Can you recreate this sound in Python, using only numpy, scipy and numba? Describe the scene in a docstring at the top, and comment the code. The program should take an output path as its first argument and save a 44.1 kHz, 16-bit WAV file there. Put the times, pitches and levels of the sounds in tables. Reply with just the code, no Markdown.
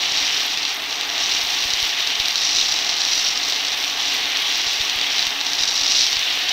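"""Furnished room, phone microphone about a metre from an upright vacuum cleaner working a rug; mono.
From the start, air rushes at the nozzle, roars through the ducts and hisses from the vents, while
sucked-up grit whirls round the plastic dust cup in a dense patter. The rush swells and sinks as the
machine is pushed to and fro, with stray ticks of sand and soft thumps of microphone overload. Larger
bits knock on the cup wall, hardest just after 2 s and again from about 5 s; the patter peaks near 6 s."""
import sys
import numpy as np
from scipy import signal
from scipy.fft import rfft, irfft
from scipy.io import wavfile
from scipy.ndimage import uniform_filter1d, minimum_filter1d
from numba import njit

SR = 44100
rng = np.random.default_rng(int(sys.argv[2]) if len(sys.argv) > 2 else 0)


def put_to_file(sound):
    """Save the sound as 16-bit audio at rate SR, in the file named by the first command-line argument."""
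    columns = np.atleast_2d(sound).T  # one column per channel
    safe = np.clip(columns, -1, 1)
    whole_steps = np.round(safe * 32767)
    wavfile.write(sys.argv[1], SR, whole_steps.astype(np.int16))


N = 287532
TIME = np.arange(N) / SR

# air rush at the nozzle, loud when drawn near and faint at arm's length: t/s, level/dB
NOZZLE_RUSH = [(0, -23), (0.28, -23.5), (0.55, -25.5), (0.92, -29.5), (1.32, -23.5), (1.6, -25.5),
               (1.85, -23), (2.25, -24.5), (2.5, -28), (2.9, -26), (3.25, -26.5), (3.55, -26),
               (3.95, -26.5), (4.45, -21.5), (4.7, -25), (5.07, -22.5), (5.4, -26.5), (5.8, -28.5),
               (6.27, -21), (6.52, -23)]
# flow of grit whirling in the cup: t/s, level/dB
GRIT_FLOW = [(0, -26.5), (0.3, -23.5), (0.56, -30), (0.7, -25), (0.79, -39), (0.91, -26.5), (1.09, -32),
             (1.2, -24.5), (1.8, -25), (2.06, -29.5), (2.52, -21.5), (2.94, -24.5), (3.18, -21),
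             (3.45, -26), (3.97, -28.5), (4.14, -24), (4.26, -32), (4.7, -24.5), (5.04, -33), (5.17, -25),
             (5.36, -30), (5.62, -23.5), (5.97, -18.5), (6.22, -27.5), (6.52, -30)]
USUAL_FLOW_DB = -25.5
# spectrum of grit striking plastic: f/Hz, relative level/dB
GRIT_SPECTRUM = [(25, -18.5), (200, -26.5), (1200, -19), (2000, -12), (2800, -3), (3400, -0.5), (3850, 6),
                 (4400, 3.5), (5150, 2), (5700, 5.5), (6100, -0.5), (6600, -8), (7400, -15), (11000, -39)]
# spectrum of the vent hiss and the sand ticks: f/Hz, relative level/dB
HISS_SPECTRUM = [(1000, -43), (6000, -21), (8000, 4), (9500, 0), (11200, -2.5), (12400, 3.5), (13300, 8),
                 (14300, 7.5), (15700, 0)]


def nozzle(hollow_hz=2904, hz_per_db=16, width_hz=520.0, flutter_db=1.34):
    """Air rushes under the nozzle; its hollow resonance shifts as the gap to the rug changes."""
    # spectrum of the intake air: f/Hz, relative level/dB
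    air_spectrum = [(200, -45.5), (1300, -16), (1900, -5.5), (2400, -1), (2900, -2.5), (3600, 2.5),
                    (4300, -2), (5100, -8), (5800, -9), (6800, -20.5), (8500, -31.5), (11000, -37.5),
                    (16000, -29)]
    air = colour(rng.standard_normal(N), air_spectrum)
    rush_db = curve(NOZZLE_RUSH)
    hollow = bandpass(air, hollow_hz + hz_per_db * (rush_db - rush_db.mean()), width_hz)
    return unit(air + hollow) * undb(rush_db + flutter_db * wander(90))


def grit(count=4600, spread_db=2.5, surge_db=0.94, bright_hz=5700.0, brighten=0.23):
    """Hundreds of grains a second, mostly small, strike the cup; a strong flow is louder and brighter."""
    when, weight = rng.random((count, 2)).T
    times = when * N / SR
    sizes = undb(spread_db * np.minimum(-np.log(1 - weight), 4))
    patter = colour(pulses(times, sizes), GRIT_SPECTRUM)
    patter += dust_cup(times, sizes, ring_db=-18, scatter_db=-22.5, scatter_s=0.007)
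    flow_db = curve(GRIT_FLOW)
    treble = bandpass(patter, np.full(N, bright_hz), width_hz=1200.0)
    patter += (undb(brighten * (flow_db - USUAL_FLOW_DB)) - 1) * treble
    return unit(patter) * undb(flow_db + 0.1 + surge_db * wander(15))


def hard_bits(count=125, crowding=0.8, lesser_db=-8, crack_hz=4200, hz_per_db=69, spread_hz=350):
    """Time, level and pitch of each hit; in a faster whirl the lesser bits come oftener and harder."""
    # the largest bits hitting the cup wall: t/s, relative level/dB
    largest = [(0.1736, -6.5), (0.2235, -7), (0.5738, -4.5), (0.6518, -4), (1.0112, -6), (1.7357, -6),
               (1.8278, -6), (2.1031, -4), (2.2002, 1), (2.2832, -3), (2.3567, 0), (2.5616, -2),
               (2.5805, -10), (2.7229, -6), (2.7407, -6), (2.8991, -7), (2.9401, -7), (3.0668, -7),
               (3.2061, -12), (3.4497, -7), (3.4983, -5), (3.5279, -14), (3.6833, -7), (3.8396, -7.5),
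               (4.3716, -6), (4.8968, -1), (5.0132, -4.5), (5.1824, -3), (5.1932, -1), (5.222, -8),
               (5.2683, -2), (5.4124, -5.5), (5.5332, -1), (5.5921, -7), (5.605, -5), (5.6232, -5),
               (5.635, -1), (5.8127, -3), (5.8809, -6), (6.0179, 0), (6.0667, -2), (6.1296, -2),
               (6.1691, -3), (6.193, -4), (6.3749, -7)]
    flow_db = curve(GRIT_FLOW) - USUAL_FLOW_DB
    passed = np.cumsum(undb(crowding * flow_db))
    shares = (np.arange(count) + 2 * rng.random(count)) % count / count
    times = np.interp(shares, passed / passed[-1], TIME)
    levels = lesser_db + 0.32 * np.interp(times, TIME, flow_db) + rng.standard_normal(count)
    times, levels = np.vstack([np.column_stack([times, levels]), largest]).T
    pitches = crack_hz + hz_per_db * np.interp(times, TIME, flow_db)  # faster whirl, brighter cracks
    return times, levels, pitches + spread_hz * rng.standard_normal(len(times))


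def knocks(crack_db=-0.5, rise_s=0.00016, bounce_db=-9, bounce_s=0.004, ring_spread_db=3.0):
    """Each hard bit gives a crack a few cycles long, hops once and sets the cup ringing."""
    times, levels, pitches = hard_bits()
    sizes = undb(levels)
    phases, hops = rng.random((len(times), 2)).T
    t = np.arange(SR // 300) / SR
    envelope = t / rise_s * np.exp(1 - t / rise_s)
    cracks = np.zeros(N + len(t))
    for start, size, hz, phase in zip((times * SR).astype(int), sizes, pitches, phases):
        cracks[start:start + len(t)] += size * envelope * np.cos(2 * np.pi * (hz * t + phase))
    # the cracks sound dulled above about 6.5 kHz
    cracks = signal.sosfilt(signal.butter(6, 6500, fs=SR, output="sos"), cracks[:N])
    bounces = colour(pulses(times + bounce_s * hops, sizes), GRIT_SPECTRUM)
    strikes = sizes * undb(ring_spread_db * rng.standard_normal(len(times)))
    ringing = dust_cup(times, strikes, ring_db=-6.5, scatter_db=-11, scatter_s=0.0018)
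    return undb(crack_db) * cracks + undb(bounce_db) * bounces + ringing


def dust_cup(times, sizes, ring_db, scatter_db, scatter_s, travel_s=0.0008):
    """The cup answers each impact with modes weighted by the place struck and a brief dense scatter."""
    # modes of the plastic cup: f/Hz, t60/s, relative level/dB
    cup_modes = [(2774, 0.029, -9), (3380, 0.0041, -11.5), (3750, 0.014, -1), (4034, 0.017, -5.5),
                 (4240, 0.015, -9.5), (4920, 0.021, -5), (5490, 0.012, -3), (5780, 0.013, 0),
                 (6140, 0.0095, -12), (7970, 0.013, -21)]
    places = rng.standard_normal((len(times), len(cup_modes))).T
    places /= np.linalg.norm(places, axis=0)
    # bending waves need a moment to go round the wall, so each mode starts a little late
    lags = travel_s * rng.random((len(times), len(cup_modes))).T
    modes = sum(undb(db) * ring(pulses(times + lag, sizes * place), hz, t60)
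                for (hz, t60, db), place, lag in zip(cup_modes, places, lags))
    energy = decay(pulses(times, sizes ** 2), scatter_s / 2)
    scatter = colour(np.sqrt(energy) * rng.standard_normal(N), GRIT_SPECTRUM)
    return undb(ring_db) * modes + undb(scatter_db) * scatter


def exhaust(roar_db=-33.0, duct_db=1.0, vent_db=-45.6):
    """The fan's turbulent air roars, rings the ducts and leaves the vents as a thin, flickering hiss."""
    # resonances of the ducts and motor housing: f/Hz, width/Hz, relative level/dB
    duct_modes = [(287.3, 15.5, 3), (430, 33, -3), (712.4, 27, 4.5), (833, 59, 3), (1131, 38, 2),
                  (1245, 21, 1.5), (2092, 105, 2)]
    # those resonances at the microphone as the body swings and tilts: t/s, level/dB
    duct_facing = [(0, -38), (0.7, -40), (1.1, -37), (1.8, -40.5), (2.05, -40), (2.5, -40), (2.88, -38),
                   (3.15, -40.5), (3.6, -38), (3.85, -39.5), (4.22, -36.5), (4.72, -42), (4.95, -38),
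                   (5.8, -39.5), (6.05, -42.5), (6.52, -39)]
    # spectrum of the roar: f/Hz, relative level/dB
    roar_spectrum = [(20, -21), (100, -16.5), (150, -36), (220, -8.5), (350, -0.5), (570, -2.5), (720, 5),
                     (1000, 3.5), (1350, 2), (1900, 7), (3000, -1.5), (6000, -4.5), (10000, -32.5),
                     (16000, -39)]
    # brief swells of the hiss: t/s, half length/s, rise/dB
    hiss_swells = [(1.68, 0.2, 4), (3.82, 0.05, 2), (4.14, 0.045, 5)]
    ducts = sum(undb(db) * width * ring(rng.standard_normal(N), hz, np.log(1000) / (np.pi * width))
                for hz, width, db in duct_modes)
    roar = unit(colour(rng.standard_normal(N), roar_spectrum))
    hiss = unit(colour(rng.standard_normal(N), HISS_SPECTRUM))
    facing_db, rush_db = curve(duct_facing), curve(NOZZLE_RUSH)
    turn_db = facing_db - facing_db.mean()
    roar *= undb(roar_db + 0.12 * (rush_db - rush_db.mean()) + 0.41 * turn_db)
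    body = roar + unit(ducts) * undb(facing_db + duct_db)
    swell_db = sum(db * bump(at, half_s) for at, half_s, db in hiss_swells)
    flicker_db = 0.9 * wander(9.2) + 0.84 * wander(48) + 1.9 * wander(550)
    hiss *= undb(vent_db - 0.25 * turn_db + swell_db + flicker_db)  # grows as the ducts turn off-mic
    return body * undb(0.5 * wander(50)) + hiss


def sand_ticks(gain_db=-4, fade_s=0.0025):
    """Sharp sand grains tick in the nozzle, high and very short."""
    # grains striking the nozzle: t/s, relative level/dB
    grains = [(0.4648, -27), (0.7452, -29), (1.0101, -26), (1.4346, -23), (1.8243, -25), (2.2822, -25),
              (2.7212, -31), (4.1415, -27), (4.4194, -27), (4.575, -27), (4.7346, -27), (4.9591, -27),
              (5.2669, -24), (6.128, -27)]
    times, levels = np.transpose(grains)
    envelope = decay(pulses(times, undb(levels + gain_db)), fade_s)
    return envelope * unit(colour(rng.standard_normal(N), HISS_SPECTRUM))


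def overload_thumps(gain_db=1, half_s=0.0025, settle_hz=13):
    """Soft low thumps, at listed times, as sharp clicks briefly overload the phone's microphone."""
    # overload thumps: t/s, relative level/dB
    overloads = [(0.225, -40), (1.439, -37), (1.657, -32), (1.738, -36), (1.83, -31), (2.201, -29),
                 (2.553, -37), (4.668, -36), (4.806, -31), (4.962, -33), (5.272, -35), (5.607, -38),
                 (5.816, -36), (6.17, -33)]
    thumps = sum(undb(db + gain_db) * bump(at, half_s) for at, db in overloads)
    return signal.sosfilt(signal.butter(2, settle_hz, "high", fs=SR, output="sos"), -thumps)


def room(x, wet_db, t60, positions=16):
    """Floor and walls return a short tail whose pattern changes as the machine moves."""
    t = TIME[:SR // 3]
    wet = np.zeros(N + len(t))
    edges = np.linspace(0, N, positions + 1).astype(int)
    for start, end in zip(edges, edges[1:]):
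        tail = rng.standard_normal(len(t)) * undb(-60 * t / t60) * (t > 0.005)
        wet[start:end + len(t) - 1] += signal.fftconvolve(x[start:end], tail / np.linalg.norm(tail))
    return x + undb(wet_db) * wet[:N]


def undb(db):
    """Decibels to gain."""
    return 10 ** (np.asarray(db) / 20)


def unit(x):
    """Scale to rms 1."""
    return x / np.sqrt(np.mean(x ** 2))


def curve(table):
    """Rows of t/s, value joined by straight lines."""
    return np.interp(TIME, *np.transpose(table))


def bump(at, half_s):
    """A bell curve of height 1 centred on time `at`."""
    return np.exp(-np.minimum(((TIME - at) / half_s) ** 2, 100))


def wander(rate):
    """Random drift of rms 1 through `rate` points a second."""
    knots = rng.standard_normal(size=4000)
    return unit(np.interp(TIME * rate, np.arange(len(knots)), knots))


def pulses(times, sizes):
    """One-sample pushes at the given times."""
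    return np.bincount(np.clip(times * SR, 0, N - 1).astype(int), sizes, N)


def decay(x, fade_s):
    """Give each pulse an exponential tail."""
    return signal.lfilter([1], [1, -np.exp(-1 / (fade_s * SR))], x + 1e-18)


def ring(x, hz, t60):
    """A damped mode; a unit pulse starts it at amplitude 1."""
    radius, angle = np.exp(-np.log(1000) / (t60 * SR)), 2 * np.pi * hz / SR
    feedback = [1, -2 * radius * np.cos(angle), radius ** 2]
    return signal.lfilter([0, radius * np.sin(angle)], feedback, x + 1e-18)


def colour(x, spectrum, size=4096):
    """Causal filter through rows of f/Hz, level/dB, built from its cepstrum."""
    hz, db = np.transpose(spectrum)
    grid = np.maximum(np.fft.rfftfreq(size, 1 / SR), 1)
    gains = undb(np.interp(np.log(grid), np.log(hz), db))
    cepstrum = irfft(np.log(gains))
    cepstrum[1:size // 2] *= 2
    cepstrum[size // 2 + 1:] = 0
    return signal.oaconvolve(x, irfft(np.exp(rfft(cepstrum))))[:N]


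@njit
def bandpass(x, hz, width_hz):
    """Band-pass with a moving centre and gain 1 there."""
    y, band, low = np.empty(len(x)), 0., 0.
    for i in range(len(x)):
        g, damping = np.tan(np.pi * hz[i] / SR), width_hz / hz[i]
        v = (band + g * (x[i] - low)) / (1 + g * (g + damping))
        band, low = 2 * v - band, low + 2 * g * v
        y[i] = damping * v
    return y


def scene():
    """Continuous air, the rattle with its room tail, and the phone's own thumps."""
    air = exhaust() + nozzle()
    rattle = grit() + knocks() + sand_ticks()
    return (air + room(rattle, wet_db=-10.5, t60=0.39) + overload_thumps())[None]


def record(dry, ceiling=0.72, window_samples=45, top_hz=15750):
    """The phone's limiter briefly ducks the highest peaks, and the top is cut."""
    needed = ceiling / np.maximum(np.abs(dry), ceiling)
    gain = uniform_filter1d(minimum_filter1d(needed, window_samples), window_samples)
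    return signal.sosfilt(signal.ellip(14, 0.1, 75, top_hz, fs=SR, output="sos"), gain * dry)


dry = scene()
out = record(dry)
put_to_file(out)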